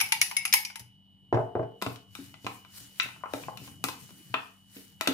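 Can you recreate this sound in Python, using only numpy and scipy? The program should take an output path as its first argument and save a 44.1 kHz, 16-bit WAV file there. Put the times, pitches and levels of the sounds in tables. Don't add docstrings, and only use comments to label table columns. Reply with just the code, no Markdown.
import sys
import numpy as np
from scipy import signal
from scipy.fft import rfft, irfft
from scipy.io import wavfile

SR = 44100
rng = np.random.default_rng(int(sys.argv[2]) if len(sys.argv) > 2 else 0)


def waveform_to_disk(signal):
    frames = np.transpose(np.atleast_2d(signal))
    scaled = np.clip(frames, -1, 1) * 32767
    samples = np.round(scaled).astype(np.int16)
    wavfile.write(sys.argv[1], SR, samples)


def convert_level_to_amplitude(level_db):
    exponent = np.asarray(level_db, float) / 20
    return 10 ** exponent


N = 226365
BAND_EDGES_HZ = 30 * 2 ** np.arange(0, 9.3, .5)


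def rms_one(x):
    return x / np.sqrt(np.mean(x ** 2) + 1e-20)


def in_time(points):
    s, value = np.transpose(points)
    return np.interp(np.arange(N) / SR, s, value)


def at_hz(points, hz):
    table_hz, value = np.transpose(points)
    return np.interp(np.log(hz), np.log(table_hz), value)


def drift(rate_hz):
    r = np.exp(-2 * np.pi * rate_hz * 40 / SR)
    white = rng.standard_normal(N // 40 + 2002)
    slow = signal.lfilter([1], [1, -2 * r, r * r], white)[2000:]
    return np.interp(np.arange(N) / 40, np.arange(len(slow)), rms_one(slow))


def bands(make):
    white = make(), make()
    for k, (low, high) in enumerate(zip(BAND_EDGES_HZ, BAND_EDGES_HZ[1:])):
        band = signal.butter(2, [low, high], "band", fs=SR, output="sos")
        yield np.sqrt(low * high), signal.sosfilt(band, white[k % 2])


def pair(shape, alike):
    mid, side = rng.standard_normal((2,) + shape)
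    mid, side = np.sqrt(1 + alike) * mid, np.sqrt(1 - alike) * side
    return np.stack([mid + side, mid - side]) / np.sqrt(2)


def coloured(make, spectrum, patchy_db):
    return rms_one(sum(x * convert_level_to_amplitude(at_hz(spectrum, hz) + patchy_db * drift(9.8)) for hz, x in bands(make)))


def minimum_phase(gain, size):
    cepstrum = irfft(np.log(np.r_[gain[0], gain] + 1e-9), size)
    cepstrum[1:size // 2] *= 2
    cepstrum[size // 2 + 1:] = 0
    return np.exp(rfft(cepstrum))


SPREAD_FROM_HZ = 1200


def blows(rows, centres_hz, modes, ring_db, spread_db, rough, wander_hz, contact_s, crack_db, crack_s, snap,
          tilt_db, edges_hz, alike, size):
    t, f = np.arange(size) / SR, np.fft.rfftfreq(size, 1 / SR)[1:]
    hz, mode_db, t60 = np.transpose(modes)[:, :, None]
    decay = convert_level_to_amplitude(-60 * t / t60) * (1 - np.exp(-t / contact_s))
    shift_hz = wander_hz * rng.standard_normal((len(rows), len(modes), 1))
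    knots = size // 256
    place = np.arange(size) * (knots - 1) / size
    left = np.arange(size) * (knots - 1) // size
    part = place % 1
    luck = rng.standard_normal((len(rows), len(modes), 2 + 2 * knots))
    cracks = pair((len(rows), 2048), alike)
    out = np.zeros((2, N + size))
    for k, row in enumerate(rows):
        colour = np.transpose([centres_hz, row[1:-1]])
        mode_hz = hz[:, 0]
        strength = convert_level_to_amplitude(at_hz(colour, mode_hz) + mode_db[:, 0] + ring_db + spread_db * luck[k, :, 0])
        turn = luck[k, :, 1] * (1 - alike) * np.pi / 2 * np.minimum(mode_hz / SPREAD_FROM_HZ, 1)
        shake = 1 + rough * (luck[k, :, 2::2] + 1j * luck[k, :, 3::2])
        shake = shake[:, left] * (1 - part) + shake[:, left + 1] * part
        shaken = decay * np.exp(2j * np.pi * (hz + shift_hz[k]) * t) * shake
        ring = ((strength * np.exp(1j * np.outer([1, -1], turn))) @ shaken).imag
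        cracks[:, k, 2] += snap
        burst = rfft(cracks[:, k] * np.exp(-t[:cracks.shape[2]] / crack_s), size)
        gain = convert_level_to_amplitude(at_hz(colour, f) + crack_db + tilt_db * np.log2(f / 1000))
        crack = irfft(burst * minimum_phase(gain, size), size)
        at = round(row[0] * SR)
        out[:, at:at + size] += (ring + crack) * convert_level_to_amplitude([[row[-1] / 2], [-row[-1] / 2]])
    band = signal.butter(3, edges_hz, "band", fs=SR, output="sos")
    return signal.sosfilt(band, out[:, :N] + 1e-18)


SKIRT_DB = -35


def levels(rows, colour, mid_hz, pans_db):
    octaves = np.linspace(-2.5, 4, 66)
    hz = mid_hz * 2 ** octaves
    body_db = at_hz(colour, hz)
    filled = []
    for (s, db, pitch, focus, _), pan in zip(rows, pans_db):
        hump = convert_level_to_amplitude(-abs(focus) * (octaves - pitch) ** 2)
        filled.append((s, *(body_db + db + 20 * np.log10(hump + convert_level_to_amplitude(SKIRT_DB))), pan))
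    return dict(centres_hz=hz, rows=filled)


# start_s, strength_db, pitch_octaves (from the middle of the spoon's range),
# focus_db_per_octave_squared (fall on both sides of the pitch), cup_ring_db (clear ring, relative)
GLASS_TAPS = [(0.0024,-18,0.53,4.5,-32), (0.0114,-17.5,0.97,2,-43), (0.0884,-45,2.5,0.5,-48),
              (0.1215,-14,0.5,2.5,-43.5), (0.2144,-11.5,0.89,4,-37), (0.2963,-42,2.5,1.6,-61.5),
              (0.3122,-31,-1,7.5,-48), (0.3123,-31.5,-0.1,2,-61.5), (0.3663,-20.5,0.72,5,-17),
              (0.452,-20.5,0.62,3,-42.5), (0.4771,-34,1,8,-43.5), (0.5266,-12.5,0.85,7,-35),
              (0.5372,-10.5,1.7,1,-26.5), (0.6499,-26.5,1,7.5,-38), (0.7006,-38.5,-0.5,-3,-63.5),
              (0.757,-33.5,0.5,2,-73.5), (0.7951,-38.5,1.4,5,-66)]
# pitch_hz, level_db (relative), t60_s (time to fall 60 dB)
CUP_MODES = [(2198, 0, .22), (5132, -15, .15), (6325, -15, .12), (10462, -12, .1)]
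# pitch_hz, level_db (relative), t60_s
SPOON_MODES = [(875, 0, .13), (960, -4, .09), (1100, -9, .04), (1500, -9, .03), (2010, -7, .1),
               (2290, -6, .06), (2440, -6, .05), (2600, -5, .06), (3063, -11, .05), (3900, -10, .03),
               (4441, -9, .04), (4985, -9, .07), (5135, -5, .08), (5735, -8, .05), (6530, -9, .05),
               (7000, -12, .04), (9964, -14, .05), (10480, -1, .08), (11700, -9, .04), (12600, -8, .05),
               (13060, -11, .05), (13880, -15, .05), (14250, -14, .04)]
# pitch_hz, level_db (relative)
SPOON_COLOUR = [(900, 1.5), (1300, -2.5), (1700, -1), (2300, 5.5), (2900, 2.5), (3600, -5), (5200, -1),
                (6400, 0), (7700, -7), (10500, 6.5), (12000, 1), (14000, 3.5)]
SPOON_MID_HZ = 2484
CUP_PAN_DB, SPOON_PAN_DB = 6, 3


def spoon_on_glass():
    cup_rows = [(s, ring_db, ring_db, CUP_PAN_DB) for s, _, _, _, ring_db in GLASS_TAPS]
    cup = blows(cup_rows, centres_hz=(950, 11000), modes=CUP_MODES,
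                ring_db=-3.0, spread_db=3, rough=0.5, wander_hz=6, contact_s=0.0008,
                crack_db=-68.5, crack_s=.004, snap=0, tilt_db=-4.5,
                edges_hz=(700, 15000), alike=0.35, size=8192)
    pans_db = [SPOON_PAN_DB] * len(GLASS_TAPS)
    spoon = blows(**levels(GLASS_TAPS, SPOON_COLOUR, SPOON_MID_HZ, pans_db), modes=SPOON_MODES,
                  ring_db=-12, spread_db=4, rough=1.2, wander_hz=70, contact_s=0.00045,
                  crack_db=7.0, crack_s=0.0052, snap=1.4, tilt_db=-1.5,
                  edges_hz=(750, 14500), alike=0.29, size=5120)
    return cup + spoon


# start_s, level_db (relative)
SCRAPE_LEVEL = [(0, -49.5), (.115, -55), (.44, -57.5), (.5, -62), (.68, -71), (.76, -106), (.8, -49.5),
                (.83, -75), (.95, -100)]


def scrape(slips_per_s, damping, hiss_db):
    slips = (rng.random(N) < slips_per_s / SR) * convert_level_to_amplitude(6 * np.minimum(rng.exponential(1, N), 3))
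    push = (0.24 + slips) * pair((N,), alike=0.08)
    ring = 0
    for hz, db, t60 in SPOON_MODES:
        r = convert_level_to_amplitude(-60 / (t60 * damping * SR))
        w = 2 * np.pi * hz / SR
        ring = ring + convert_level_to_amplitude(db) * signal.lfilter([0, np.sin(w)], [1, -2 * r * np.cos(w), r * r], push)
    hiss = signal.sosfilt(signal.butter(3, [900, 14000], "band", fs=SR, output="sos"), push)
    level = convert_level_to_amplitude(in_time([*SCRAPE_LEVEL, (1.1, -120)]))
    return level * (rms_one(ring) + convert_level_to_amplitude(hiss_db) * rms_one(hiss))


# pitch_hz, t60_s
KITCHEN_DECAY = [(100, 0.37), (260, 0.34), (700, 0.35), (1840, 0.34), (4850, 0.3), (9000, 0.25),
                 (12800, 0.27)]


def kitchen(x, gap_s):
    t = np.arange(int(.9 * SR)) / SR
    noise = bands(lambda: pair(t.shape, alike=0.13))
    tail = sum(band * convert_level_to_amplitude(-60 * t / at_hz(KITCHEN_DECAY, hz)) for hz, band in noise)
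    tail = tail * (1 - np.exp(-(t / gap_s) ** 2))
    tail = tail / np.sqrt(np.mean(np.sum(tail ** 2, axis=1)))
    return signal.fftconvolve(x.mean(axis=0, keepdims=True), tail, axes=1)[:, :N]


# pitch_hz, level_db (relative)
MOTOR_LINES = [(48.5, -79.5), (96.9, -71), (193.8, -68), (247.6, -93.5), (274.5, -81)]
# pitch_hz, level_db (relative)
WHINE_LINES = [(2942.6, -71), (2991.5, -84), (3040.4, -84), (3089.3, -81), (3138.2, -85), (3236, -92)]
# start_s, level_db (relative)
WHINE_SWELL = [(0, 17.5), (1, 3.5), (2.2, 5.5), (3.6, 9), (4, 7.5), (4.5, 3), (5.13, 5.5)]
WHINE_LEAD_TURNS = 0.31


def fridge():
    t = np.arange(N) / SR
    hum = sum(convert_level_to_amplitude(db + 6.0) * np.sin(2 * np.pi * (hz * t + rng.random())) for hz, db in MOTOR_LINES)
    whine = 0
    lead = np.array([[0], [WHINE_LEAD_TURNS]])
    for hz, db in WHINE_LINES:
        level = convert_level_to_amplitude(db + 3.5 + drift(12.0))
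        whine = whine + level * np.sin(2 * np.pi * (hz * t + rng.random() + lead))
    return hum + whine * convert_level_to_amplitude(in_time(WHINE_SWELL))


# (per Hz, relative)
ROOM_TONE_COLOUR = [(18, -50), (30, -20), (196, -9), (242, -16), (547, -37.5), (752, -18), (1210, -40),
                    (1700, -32), (2530, -34), (2970, -3.5), (3480, -46), (4600, -37), (6720, -43.5),
                    (15200, -39.5), (16500, -56)]
ROOM_TONE_DB = -70.5


def room_tone():
    return convert_level_to_amplitude(ROOM_TONE_DB) * coloured(lambda: pair((N,), alike=0.066), ROOM_TONE_COLOUR, patchy_db=1.5)


# (per Hz, relative)
RUMBLE_COLOUR = [(18, -51), (30, -31), (64, -18), (113, 8), (223, -6.5), (276, -8), (392, -27.5),
                 (600, -24), (780, -48.5), (1320, -120)]
# start_s, level_db (relative)
SLIDE_LEVEL = [(0.0, -49.5), (0.64, -65.5), (1.15, -59.5), (1.5, -48), (1.64, -70), (2.3, -52.5),
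               (2.42, -59.5), (2.83, -54.5), (3.33, -56.5), (3.52, -45), (4.23, -51), (4.59, -65.5),
               (4.96, -54), (5.13, -44)]


def rumble():
    noise = coloured(lambda: pair((N,), alike=0.12), RUMBLE_COLOUR, patchy_db=5.5)
    return convert_level_to_amplitude(in_time(SLIDE_LEVEL) - 2.5) * noise


# pitch_hz, level_db (relative), t60_s
TABLE_MODES = [(60, -6, .1), (118, 5, .18), (277, -5, .2), (367, -6, .22), (418, -2, .2), (459, -2, .24),
               (600, -8, .2), (652, -4, .16), (701, -5, .19), (754, -11, .2), (826, -10, .16),
               (867, -6, .2), (996, -12, .15), (1087, -14, .14), (1330, -18, .12)]
# pitch_hz, level_db (relative)
TABLE_COLOUR = [(115, 0), (190, -3.5), (300, -5), (700, -2.2), (2000, -7.5), (5000, -12)]
TABLE_MID_HZ = 385


def table_blows(rows, modes):
    return blows(**levels(rows, TABLE_COLOUR, TABLE_MID_HZ, np.transpose(rows)[4]), modes=modes,
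                 ring_db=-8, spread_db=1.5, rough=.25, wander_hz=4, contact_s=0.00042,
                 crack_db=4.5, crack_s=0.0089, snap=2.7, tilt_db=-5.0,
                 edges_hz=(70, 8000), alike=0.44, size=12288)


# start_s, strength_db, pitch_octaves (from the middle of the table's range),
# focus_db_per_octave_squared, left_right_db
JUG_BLOWS = [(0.807,-45,-1.86,3.5,0), (1.326,-11,0.7,2,2.5), (1.344,-16,0.57,1,-1), (1.372,-15.5,1,4.5,6),
             (1.399,-19.5,0.91,10,1), (1.553,-17,0.6,3.5,4.5), (1.562,-29,-1.5,4.5,4), (1.595,-20,0.24,3,0),
             (1.629,-32.5,0.38,1,6)]


def jug_on_table():
    return table_blows(JUG_BLOWS, TABLE_MODES)


# start_s, strength_db, pitch_octaves (from the middle of the bowl's range),
# focus_db_per_octave_squared, left_right_db
BOWL_KNOCKS = [(1.816,-35.5,0.5,2.5,0), (1.823,-28.5,-4,0,7), (1.864,-31.5,-1,1,3.5), (1.959,-43,1,3,6.5),
               (2.152,-37.5,1.2,1.5,9), (2.341,-43.5,0,3.5,7.5), (2.4456,-50,1,-4,19),
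               (2.4662,-26,-0.5,1.5,0), (2.649,-50,0,4,11), (2.99,-31,4,13,13), (2.999,-16,0.5,8,7.5),
               (3.008,-26,1.6,42,-7), (3.021,-27,.5,26,6), (3.031,-29.5,3.5,-4,5.5),
               (3.037,-40.5,-1.7,19,2.5), (3.057,-38,-2.1,11,-4), (3.071,-44,-0.5,17,7),
               (3.088,-39.5,0,5.5,2), (3.162,-45,-1,20,3), (3.208,-53,-1,6,2), (3.2366,-29,-0.87,13.5,8.5),
               (3.258,-35,-1.07,5.5,3), (3.3355,-33.5,2,1.5,6.5), (3.337,-27.5,-1.3,4,9.5),
               (3.436,-39.5,0,12,9), (3.484,-28,-1.4,9.5,8.5), (3.573,-39,1.67,-1.5,8.5),
               (3.677,-44.5,-0.5,-1.5,2), (3.84,-20,2.5,-0.64,6), (3.886,-29.5,1.5,0.5,5),
               (4.092,-54,-0.8,3,10), (4.106,-52.5,-1.4,0,6), (4.342,-18.5,-0.01,10,7.5),
               (4.3408,-31,-2.5,0.5,7), (4.368,-52,1.5,12,8), (4.767,-45.5,0.7,6,0), (5.001,-56,0,7,8),
               (5.01,-25,1.5,0.37,7), (5.061,-32,.2,30,8), (5.074,-16.5,0.16,0.75,4.5)]
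# pitch_hz, level_db (relative), t60_s
BOWL_MODES = [(292, 8, .05), (520, 0, .02), (695, 6, .04), (870, 1, .03), (1045, 5, .035), (1325, 4, .018),
              (1560, 1, .02), (2035, 4, .025), (2440, 4, .022), (2640, 4, .022), (2960, 4, .02),
              (3340, 3, .018), (3760, 4, .018), (4300, 0, .015)]
# pitch_hz, level_db (relative)
BOWL_COLOUR = [(400, 4), (560, 2), (700, 4), (860, 3), (1045, 5), (1190, 1.5), (1330, 7), (1740, -4),
               (2040, 1), (2280, 1.5), (2620, 3.5), (3100, 1.5), (3800, 2), (5000, -2), (8000, -4)]
BOWL_MID_HZ = 1965


def spoon_on_bowl():
    pans_db = np.transpose(BOWL_KNOCKS)[4]
    return blows(**levels(BOWL_KNOCKS, BOWL_COLOUR, BOWL_MID_HZ, pans_db), modes=BOWL_MODES,
                 ring_db=-17, spread_db=3, rough=.8, wander_hz=40, contact_s=0.00046,
                 crack_db=7.5, crack_s=0.0037, snap=5.35, tilt_db=-2.0,
                 edges_hz=(250, 16000), alike=0.27, size=4096)


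# start_s, strength_db, pitch_octaves (from the middle of the table's range),
# focus_db_per_octave_squared, left_right_db
BOWL_THUMPS = [(1.863,-26.5,-0.95,7.5,-1.5), (1.883,-35,0.1,16.5,5), (2.189,-31,-0.76,25,7),
               (2.4455,-37.5,-0.5,2.5,-0.5), (2.81,-44,-2,4.5,-4), (3.043,-44.5,-1.6,11,4),
               (3.342,-32.5,0.04,3.5,-0.5), (3.617,-37,-0.86,11.5,12), (3.699,-43,-4.5,1.5,22),
               (3.841,-31.5,-0.64,5.5,-0.5), (3.886,-42,-1.1,16,0), (4.299,-39,-1.44,22,0),
               (4.34,-36,0,10,2), (4.765,-39,-0.23,13.5,-3), (5.074,-25,.2,8,0), (5.085,-22,-.5,18,-1)]
# pitch_hz, level_db (relative), t60_s
BOWL_FOOT_MODES = [(275, 9, .24)]


def bowl_on_table():
    return table_blows(BOWL_THUMPS, [*TABLE_MODES, *BOWL_FOOT_MODES])


# start_s (at full rustle), level_db, hold_s, fall_db_per_s
LEAF_STROKES = [(1.883, -54, 0.05, 166), (2.176, -53.5, 0.072, 107), (2.455, -55, 0.099, 121),
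                (2.77, -47.5, 0.0074, 84), (3.005, -50, 0.051, 98), (3.356, -49.5, 0.065, 105),
                (3.646, -49.5, 0.016, 131), (3.897, -50, 0.012, 145), (4, -54, 0.017, 49.5),
                (4.183, -59.5, 0.23, 54.5), (4.759, -51.5, 0.014, 85), (5.034, -64, 0.027, 54),
                (5.125, -51, .03, 60)]
STROKE_RISE_DB_PER_S = 227
SHAKE_DB, SHAKE_RISE_S, SHAKE_FALL_DB_PER_S = -57.5, 0.012, 85.5


def tossing():
    t = np.arange(0, N, 64) / SR
    rows = [(s, db, hold, STROKE_RISE_DB_PER_S, fall) for s, db, hold, fall in LEAF_STROKES]
    for s, db, *_ in [*JUG_BLOWS, *BOWL_THUMPS]:
        rows.append((s + SHAKE_RISE_S, db + SHAKE_DB, 0, 20 / SHAKE_RISE_S, SHAKE_FALL_DB_PER_S))
    power = 1e-14
    for s, db, hold, rise, fall in rows:
        level_db = db - rise * np.maximum(s - t, 0) - fall * np.maximum(t - s - hold, 0)
        power = power + convert_level_to_amplitude(level_db) ** 2
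    return np.interp(np.arange(N) / SR, t, 10 * np.log10(power))


# (per Hz, relative)
LEAF_COLOUR = [(290, -10.5), (500, -5), (1150, -2), (1480, -4), (1730, 5.5), (3020, -0.5), (3600, 4.5),
               (12900, 0.5), (15800, -17.5), (16500, -34)]


def leaves(rustle_db, snaps_per_s, sizes_db, smooth):
    sizes = convert_level_to_amplitude(sizes_db * np.minimum(rng.exponential(1, N), 5))
    snaps = (rng.random(N) < snaps_per_s / SR) * sizes
    grain = smooth + rms_one(snaps)
    return convert_level_to_amplitude(rustle_db) * coloured(lambda: grain * pair((N,), alike=0.033), LEAF_COLOUR, patchy_db=1.5)


def scene():
    glass = spoon_on_glass()
    drag = scrape(slips_per_s=800, damping=0.45, hiss_db=2.5)
    table = jug_on_table() + bowl_on_table()
    bowl = spoon_on_bowl()
    echo = kitchen(convert_level_to_amplitude(-6.0) * glass + convert_level_to_amplitude(-3.0) * bowl + convert_level_to_amplitude(-4.5) * table, gap_s=0.00028)
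    echo = echo * convert_level_to_amplitude([[1.2], [-1.3]])
    rustle = leaves(tossing(), snaps_per_s=1200, sizes_db=1.6, smooth=1.8)
    rustle = rustle * convert_level_to_amplitude([[1.2], [-1.2]])
    return glass + drag + bowl + table + echo + rustle + rumble() + room_tone() + fridge()


def band_limit(x):
    return signal.sosfilt(signal.butter(12, 16860, fs=SR, output="sos"), x)


RIGHT_LAG_S = .00016
TOP_HZ = 16000


def record(dry):
    late = np.r_[np.zeros(round(RIGHT_LAG_S * SR)), dry[1]][:N]
    mid, side = (dry[0] + late) / 2, (dry[0] - late) / 2
    side = signal.sosfilt(signal.butter(1, 480, "high", fs=SR, output="sos"), side)
    deep_cut = signal.butter(2, 42, "high", fs=SR, output="sos")
    left, right = signal.sosfilt(deep_cut, [mid + side, mid - side])
    right = right - .7 * signal.sosfilt(signal.butter(1, 170, fs=SR, output="sos"), right)
    limited = 0.97 * np.tanh(np.stack([left, right]) / 0.94)
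    top = signal.cheby2(10, 26, TOP_HZ, fs=SR, output="sos")
    return band_limit(signal.sosfilt(top, limited))


dry = scene()
out = record(dry)
waveform_to_disk(out)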